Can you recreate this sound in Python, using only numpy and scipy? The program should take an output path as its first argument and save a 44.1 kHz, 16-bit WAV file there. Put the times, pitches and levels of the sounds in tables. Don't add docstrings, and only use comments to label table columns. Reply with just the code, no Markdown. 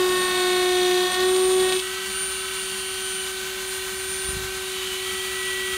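import sys
import numpy as np
from scipy import signal
from scipy.fft import rfft, irfft
from scipy.io import wavfile

SR = 44100
rng = np.random.default_rng(int(sys.argv[2]) if len(sys.argv) > 2 else 0)


def generate_wav(sig):
    pcm = np.round(np.clip(np.atleast_2d(sig).T, -1, 1) * 32767).astype(np.int16)
    wavfile.write(sys.argv[1], SR, pcm)


N = 254456

# (t/s, speed/turns per s)
SPEED = [(0.0, 366.7), (0.2, 365.9), (0.45, 363.4), (0.6, 364.0), (0.9, 362.5), (1.07, 364.0),
         (1.27, 370.0), (1.4, 371.4), (1.61, 372.3), (1.75, 371.6), (1.98, 377.0), (2.17, 378.5),
         (2.55, 378.7), (3.0, 378.2), (3.35, 376.8), (3.65, 377.5), (3.95, 377.6), (4.1, 378.3),
         (4.55, 377.5), (4.85, 375.8), (5.3, 376.3), (5.6, 375.4), (5.77, 375.9)]
# (t/s, level/dB)
HUM = [(0.0, -20), (0.03, -20.5), (0.3, -28), (0.45, -23), (0.95, -20.5), (1.06, -23.5), (1.12, -38),
       (1.19, -23.5), (1.25, -20), (1.62, -19), (1.72, -25.5), (1.77, -22.5), (1.81, -34), (2.15, -38),
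       (5.09, -35), (5.41, -35.5), (5.71, -33.5), (5.77, -34)]
# (t/s, level/dB)
WHINE = [(0.0, -48), (0.05, -43), (0.26, -30.5), (0.32, -43), (0.35, -38), (1.11, -40.5), (1.12, -30.5),
         (1.19, -46), (1.29, -31), (1.78, -33), (1.99, -46), (2.17, -28), (2.54, -38), (2.6, -32.5),
         (2.84, -37), (3.16, -33.5), (3.47, -44), (3.52, -47), (3.7, -34.5), (3.91, -40.5), (4.29, -30),
         (4.44, -48), (4.76, -39.5), (4.77, -49), (5.01, -38.5), (5.77, -38.5)]
MAINS_RIPPLE_HZ, RIPPLE_DB = 100, -22

# (multiple of shaft speed, plunging level/dB, dragging level/dB, free level/dB)
SHAFT_ORDERS = [(2, -80, -80, -55), (3, -80, -80, -57), (5, -80, -80, -52), (6, -44, -47, -52),
                (7, -44, -44, -54), (8, -45, -47, -52), (9, -45, -51, -54), (10, -49, -50, -57),
                (11, -45, -57, -61), (12, -45, -57, -80), (13, -55, -57, -69), (14, -56, -59, -60),
                (15, -59, -54, -60), (16, -55, -47, -55), (17, -59, -57, -61), (18, -60, -52, -61),
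                (19, -56, -56, -66), (20, -60, -69, -65), (21, -59, -60, -63), (22, -58, -61, -64),
                (23, -51, -53, -52), (25, -51, -49, -51), (26, -50, -54, -55), (27, -54, -53, -65),
                (28, -56, -62, -61), (29, -57, -55, -55), (30, -57, -62, -59), (31, -60, -63, -65),
                (32, -67, -59, -59), (33, -61, -55, -68), (34, -61, -64, -59), (35, -57, -54, -64),
                (36, -58, -63, -61), (37, -61, -57, -62), (38, -63, -57, -68), (39, -71, -66, -68),
                (40, -63, -62, -59), (41, -65, -66, -70)]
# (ball-pass multiple, shaft multiple, cutting level/dB before the stage offset, free level/dB)
BEARING_LINES = [(-2, 17, -50, -64), (-1, 4, -50, -80), (-1, 5, -52, -80), (-1, 7, -53, -80),
                 (-1, 8, -54, -68), (-1, 12, -52, -80), (-1, 13, -51, -76), (-1, 14, -52, -57),
                 (-1, 15, -48, -69), (-1, 16, -54, -78), (1, -1, -49, -66), (1, 0, -44, -61),
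                 (1, 1, -43, -80), (1, 2, -44, -54), (1, 3, -45, -52), (1, 4, -51, -61), (1, 5, -50, -80),
                 (1, 6, -43, -53), (1, 7, -42, -53), (1, 8, -49, -80), (1, 9, -53, -68), (1, 10, -48, -80),
                 (2, -2, -53, -69), (2, -1, -48, -80), (2, 0, -52, -62), (2, 1, -42, -51), (2, 2, -43, -63),
                 (2, 3, -41, -49), (2, 4, -36, -65), (2, 5, -47, -56), (2, 6, -51, -64), (2, 7, -51, -67),
                 (2, 10, -54, -80), (3, -4, -54, -80), (3, -3, -54, -51), (3, -1, -50, -80),
                 (3, 0, -42, -69), (3, 1, -42, -57), (3, 2, -46, -67), (3, 4, -53, -68), (3, 7, -50, -66),
                 (3, 9, -54, -80), (4, -3, -45, -65), (4, -2, -52, -80), (4, -1, -43, -64),
                 (4, 7, -54, -77), (5, -6, -51, -69)]
BALL_PASS_CUT, BALL_PASS_FREE = 3.0872, 3.0908
START_SCATTER = .14
# (multiple of shaft speed, width/Hz, level/dB)
LOOSE_BEARING = [(.53, 17, -55), (1.53, 2.4, -63), (2.73, 12, -53), (5.84, 15.6, -50), (6.53, 7.6, -51),
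                 (9.63, 6.8, -54), (10.9, 22, -48.5)]

# (start t/s, end t/s, sideways drag/0-1, bearing line offset/dB, knock level/dB, grit level/dB,
#  2nd, 3rd, 4th and 5th shaft order level/dB)
CUT_STAGES = [(0, 0.078, 0.7, -5, -37, -35.5, -40, -32.5, -41, -37),
              (.16, .26, 0.9, -1.5, -35.5, -34.5, -43.5, -31, -42, -31),
              (0.392, .6, 0.5, 0, -36, -37, -33.5, -34, -54, -36),
              (0.722, 1.0, 0.2, -1, -32.5, -39.5, -32, -39.5, -60, -36),
              (1.143, 1.24, .7, -1.5, -38, -37.5, -34.5, -35.5, -38, -32),
              (1.345, 1.58, .9, -8, -34.5, -37, -36.5, -38, -47, -47.5),
              (1.63, 1.737, .8, -5.5, -34, -36, -36, -38.5, -41, -35.5),
              (1.773, 1.82, 0.7, -9.5, -36, -43, -58, -50, -53, -54)]
LIFT_S, LIFT_TAKES_S = 1.794, 0.044
# (f/Hz, relative density level/dB per Hz)
GRIT_SPECTRUM = [(40, -44), (110, -25), (170, -2), (260, -3.5), (480, -7.5), (730, -4.5), (1100, -7),
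                 (2200, -12), (3400, -13), (5300, -24), (8000, -13.5), (11000, -20), (16000, -31)]
# (t/s, peak level/dB)
CATCHES = [(1.0527, -21), (1.14, -11), (1.2015, -11), (1.2303, -16), (1.2917, -18), (1.358, -23),
           (1.5361, -22), (1.602, -12), (1.692, -11), (1.724, -8.5), (1.7651, -12), (1.794, -9.5)]
CATCH_S = 0.0039
CATCH_CREST_DB = 17.5
# (f/Hz, width/Hz, relative level/dB)
LOG_MODES = [(2136, 66, 0.5), (3450, 1100, 2), (4420, 2100, -17.5), (6500, 960, -16)]

# (f/Hz, relative density level/dB per Hz)
AIR_SPECTRUM = [(20, -31), (55, -11), (130, -21), (200, -17.5), (280, -24.5), (500, -26.5), (750, -20),
                (1400, -11), (2400, -16.5), (4300, -13.5), (5300, -18.5), (6600, -14.5), (9300, -18),
                (16000, -26.5)]
AIR_DB = -34.5
FAN_BEAT = .12

# (t/s, level/dB)
DRAG_RUMBLE = [(0, -55.5), (1.8, -55), (2.4, -59), (3.3, -56), (3.45, -52), (4.15, -49.5), (4.22, -49),
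               (4.29, -39), (4.36, -37.5), (4.45, -41), (4.58, -53), (5.77, -51.5)]
# (f/Hz, width/Hz, relative level/dB)
BENCH_MODES = [(56, 37, 6), (101, 60, -9.5), (215, 79, -26)]
# (t/s, peak level/dB)
BUMPS = [(4.283, -30), (4.327, -32), (4.346, -34), (4.364, -25), (4.4, -34), (4.42, -31)]
# (f/Hz, width/Hz, relative level/dB)
BUMP_MODES = [(75, 41, -0.5), (160.7, 94, -1), (260, 160, -9)]
BUMP_SOFT_HZ = 150

# (start t/s, end t/s)
POSES = [(1.85, 2.07), (2.16, 2.53), (2.7, 3.1), (3.25, 2.85), (4.25, 4.57), (4.8, 4.97), (5.06, 5.3),
         (5.42, 5.77)]
FREE_LINES = [(0, 4), (0, 12), (1, 1), (2, -1), (1, 5), (3, -1)]
FREE_LINE_LEVELS = [(-53, -42.5, -42, -43.5, -46.5, -57, -52, -46),
                    (-47, -45.5, -43, -48.5, -48, -49, -48, -48),
                    (-40.5, -44.5, -54, -44, -40.5, -49, -48, -45),
                    (-39, -59, -64, -53, -56, -45, -37.5, -33.5),
                    (-49, -43.5, -48, -48, -50, -39, -52, -56),
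                    (-45, -54, -41, -45, -47.5, -49, -40.5, -40)]
# (multiple of shaft speed, width/Hz, (level/dB in each pose))
LOOSE_LOUD = [(3.455, 17, (-44.5, -45, -47, -51, -52, -57, -47, -46)),
              (7.43, 39, (-45, -42, -42.5, -47, -47, -49, -47, -46.5)),
              (7.85, 13.3, (-43, -62, -46, -45, -60, -36.5, -43, -44)),
              (8.54, 34, (-46, -60, -43, -52.5, -55, -47, -41, -41))]
RATTLE_LEVELS = (-46, -44, -46, -41, -51, -38, -38.5, -38.5)
# (f/Hz, width/Hz, relative level/dB)
HOUSING_MODES = [(1370, 180, -15), (2370, 450, 4), (3095, 1030, 3.5), (3820, 400, 5.5), (6470, 430, -9.5)]
GRIP_WAVER_DB, GRIP_WAVERS_PER_S = 1.5, 1.35

RUMBLE_CUT_HZ, CUTOFF_HZ = 25, 15700


def from_db(db):
    return 10 ** (np.asarray(db) / 20)


def rms_one(x):
    return x / np.sqrt(np.mean(x ** 2) + 1e-20)


def in_time(rows):
    s, *columns = np.transpose(rows)
    return [np.interp(np.arange(N) / SR, s, column) for column in columns]


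def in_stages(spans, values):
    return np.interp(np.arange(N) / SR, np.ravel(spans), np.repeat(values, repeats=2))


def coarse_drift(rate_hz):
    r = np.exp(-128 * np.pi * rate_hz / SR)
    chance = rng.standard_normal(N // 64 + 1002)
    return rms_one(signal.lfilter([1], [1, -2 * r, r * r], chance)[1000:])


def stretch(coarse):
    return np.interp(np.arange(N) / 64, np.arange(len(coarse)), coarse)


def waver(spread_db, rate_hz):
    return stretch(from_db(spread_db * coarse_drift(rate_hz)))


def tone(turns, start=None):
    if start is None:
        start = rng.random()
    return np.sqrt(2) * np.sin(2 * np.pi * (turns + start))


def narrow(turns, width_hz):
    envelope = stretch(coarse_drift(width_hz) + 1j * coarse_drift(width_hz))
    return np.real(envelope * np.exp(2j * np.pi * turns))


def coloured(points):
    hz, db = np.transpose(points)
    bins = np.arange(N // 2 + 1) * SR / N + 1e-3
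    gain = from_db(np.interp(np.log(bins), np.log(hz), db))
    return rms_one(irfft(rfft(rng.standard_normal(N)) * gain, N))


def resonate(x, modes):
    out = 0
    for k, (hz, width_hz, db) in enumerate(modes):
        r = np.exp(-np.pi * width_hz / SR)
        poles = [1, -2 * r * np.cos(2 * np.pi * hz / SR), r * r]
        ringing = signal.lfilter([1 - r * r, 0, r * r - 1], poles, x)
        out = out + (-1) ** k * from_db(db) * ringing
    return rms_one(out)


def motor(turns, hum_db, whine_db):
    hum = from_db(hum_db) * tone(turns)
    ripple = 1 + from_db(RIPPLE_DB) * tone(MAINS_RIPPLE_HZ * np.arange(N) / SR)
    flutter = waver(1.3, 10.5)
    return hum + from_db(whine_db) * ripple * flutter * tone(24 * turns)


def shaft_orders(turns, touch, drags, starts, waver_db_per_order):
    out = 0
    plunging, dragging, free = touch * (1 - drags), touch * drags, 1 - touch
    for order, plunge_db, drag_db, free_db in SHAFT_ORDERS:
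        gain = plunging * from_db(plunge_db) + dragging * from_db(drag_db) + free * from_db(free_db)
        sway = waver(1.5 + waver_db_per_order * order, 0.84)
        out = out + gain * sway * tone(order * turns, starts[order])
    return out


def bearing_lines(turns, passes, touch, loaded_db, starts, waver_db_per_order):
    out, loaded, free = 0, touch * from_db(loaded_db), 1 - touch
    for balls, order, cut_db, free_db in BEARING_LINES:
        gain = loaded * from_db(cut_db) + free * from_db(free_db)
        nearest = round(BALL_PASS_CUT * balls + order)
        sway = waver(3 + waver_db_per_order * nearest, 0.57)
        start = starts[nearest] + START_SCATTER * rng.standard_normal()
        out = out + gain * sway * tone(balls * passes + order * turns, start)
    return out


def loose_bearing(turns):
    return sum(from_db(db) * narrow(order * turns, width_hz) for order, width_hz, db in LOOSE_BEARING)


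def knocks(turns, pulse, knock_db):
    t = np.arange(N) / SR
    catches = 0
    for s, db in CATCHES:
        swell = np.exp(-.5 * ((t - s - CATCH_S) / CATCH_S) ** 2)
        catches = catches + from_db(db - CATCH_CREST_DB) * swell
    wobble = 0.025 * stretch(coarse_drift(60.))
    bites = np.diff(np.floor(turns + wobble), prepend=0) * from_db(3.2 * rng.standard_normal(N))
    crunch = .04 * pulse * rng.standard_normal(N)
    force = from_db(knock_db) * waver(1.0, 30.) + catches
    return force * resonate(bites + crunch, LOG_MODES)


def bit(turns, touch, knock_db, grit_db, orders_db):
    overtones = sum(from_db(db) * tone((k + 2) * turns) for k, db in enumerate(orders_db))
    pulse = np.exp(0.58 * np.cos(2 * np.pi * turns))
    grit = from_db(grit_db) * rms_one(coloured(GRIT_SPECTRUM) * pulse)
    return touch * (overtones + grit + knocks(turns, pulse, knock_db))


def air(turns):
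    gusts = waver(0.93, 18.0)
    beat = 1 + FAN_BEAT * tone(turns)
    return from_db(AIR_DB) * gusts * beat * coloured(AIR_SPECTRUM)


def drag():
    rumble_db, = in_time(DRAG_RUMBLE)
    rumble = from_db(rumble_db) * resonate(rng.standard_normal(N), BENCH_MODES)
    blows = np.full(N, 1e-18)
    blows[[round(s * SR) for s, db in BUMPS]] = from_db([db for s, db in BUMPS])
    soft = signal.butter(2, BUMP_SOFT_HZ, fs=SR, output="sos")
    bumps = resonate(signal.sosfilt(soft, blows), BUMP_MODES)
    loudest = from_db(max(db for s, db in BUMPS))
    return rumble + loudest * bumps / np.abs(bumps).max()


def posed(db):
    grip_db = GRIP_WAVER_DB * stretch(coarse_drift(GRIP_WAVERS_PER_S))
    return from_db(in_stages(POSES, db) + grip_db)


def held_free(turns, passes, touch):
    out = 0
    for (balls, order), db in zip(FREE_LINES, FREE_LINE_LEVELS):
        out = out + posed(db) * tone(balls * passes + order * turns)
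    for order, width_hz, db in LOOSE_LOUD:
        out = out + posed(db) * narrow(order * turns, width_hz)
    shaking = rng.standard_normal(N) * waver(1.5, 83.0)
    rattle = posed(RATTLE_LEVELS) * resonate(shaking, HOUSING_MODES)
    return (1 - touch) * (out + rattle)


def scene():
    speed, = in_time(SPEED)
    start, end, *columns = np.transpose(CUT_STAGES)
    spans = np.transpose([start, end])
    drags, loaded_db, knock_db, grit_db, *orders_db = [in_stages(spans, column) for column in columns]
    drags = np.clip(drags, 0, 1)
    touch = np.clip(1 - (np.arange(N) / SR - LIFT_S) / LIFT_TAKES_S, 0, 1)
    turns = np.cumsum(speed) / SR
    passes_per_turn = BALL_PASS_FREE + touch * (BALL_PASS_CUT - BALL_PASS_FREE)
    passes = np.cumsum(speed * passes_per_turn) / SR
    starts = rng.random(size=50)

    tool = motor(turns, *in_time(HUM), *in_time(WHINE))
    tool += shaft_orders(turns, touch, drags, starts, waver_db_per_order=.05)
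    tool += bearing_lines(turns, passes, touch, loaded_db, starts, waver_db_per_order=.05)
    tool += loose_bearing(turns)
    tool += bit(turns, touch, knock_db, grit_db, orders_db)
    tool += held_free(turns, passes, touch)
    mono = tool + air(turns) + drag()
    return np.array([mono, mono])


def record(dry):
    bass_cut = signal.butter(2, RUMBLE_CUT_HZ, "high", fs=SR, output="sos")
    top_cut = signal.ellip(14, .2, 70, CUTOFF_HZ, fs=SR, output="sos")
    return signal.sosfilt(top_cut, signal.sosfilt(bass_cut, dry))


dry = scene()
out = record(dry)
generate_wav(out)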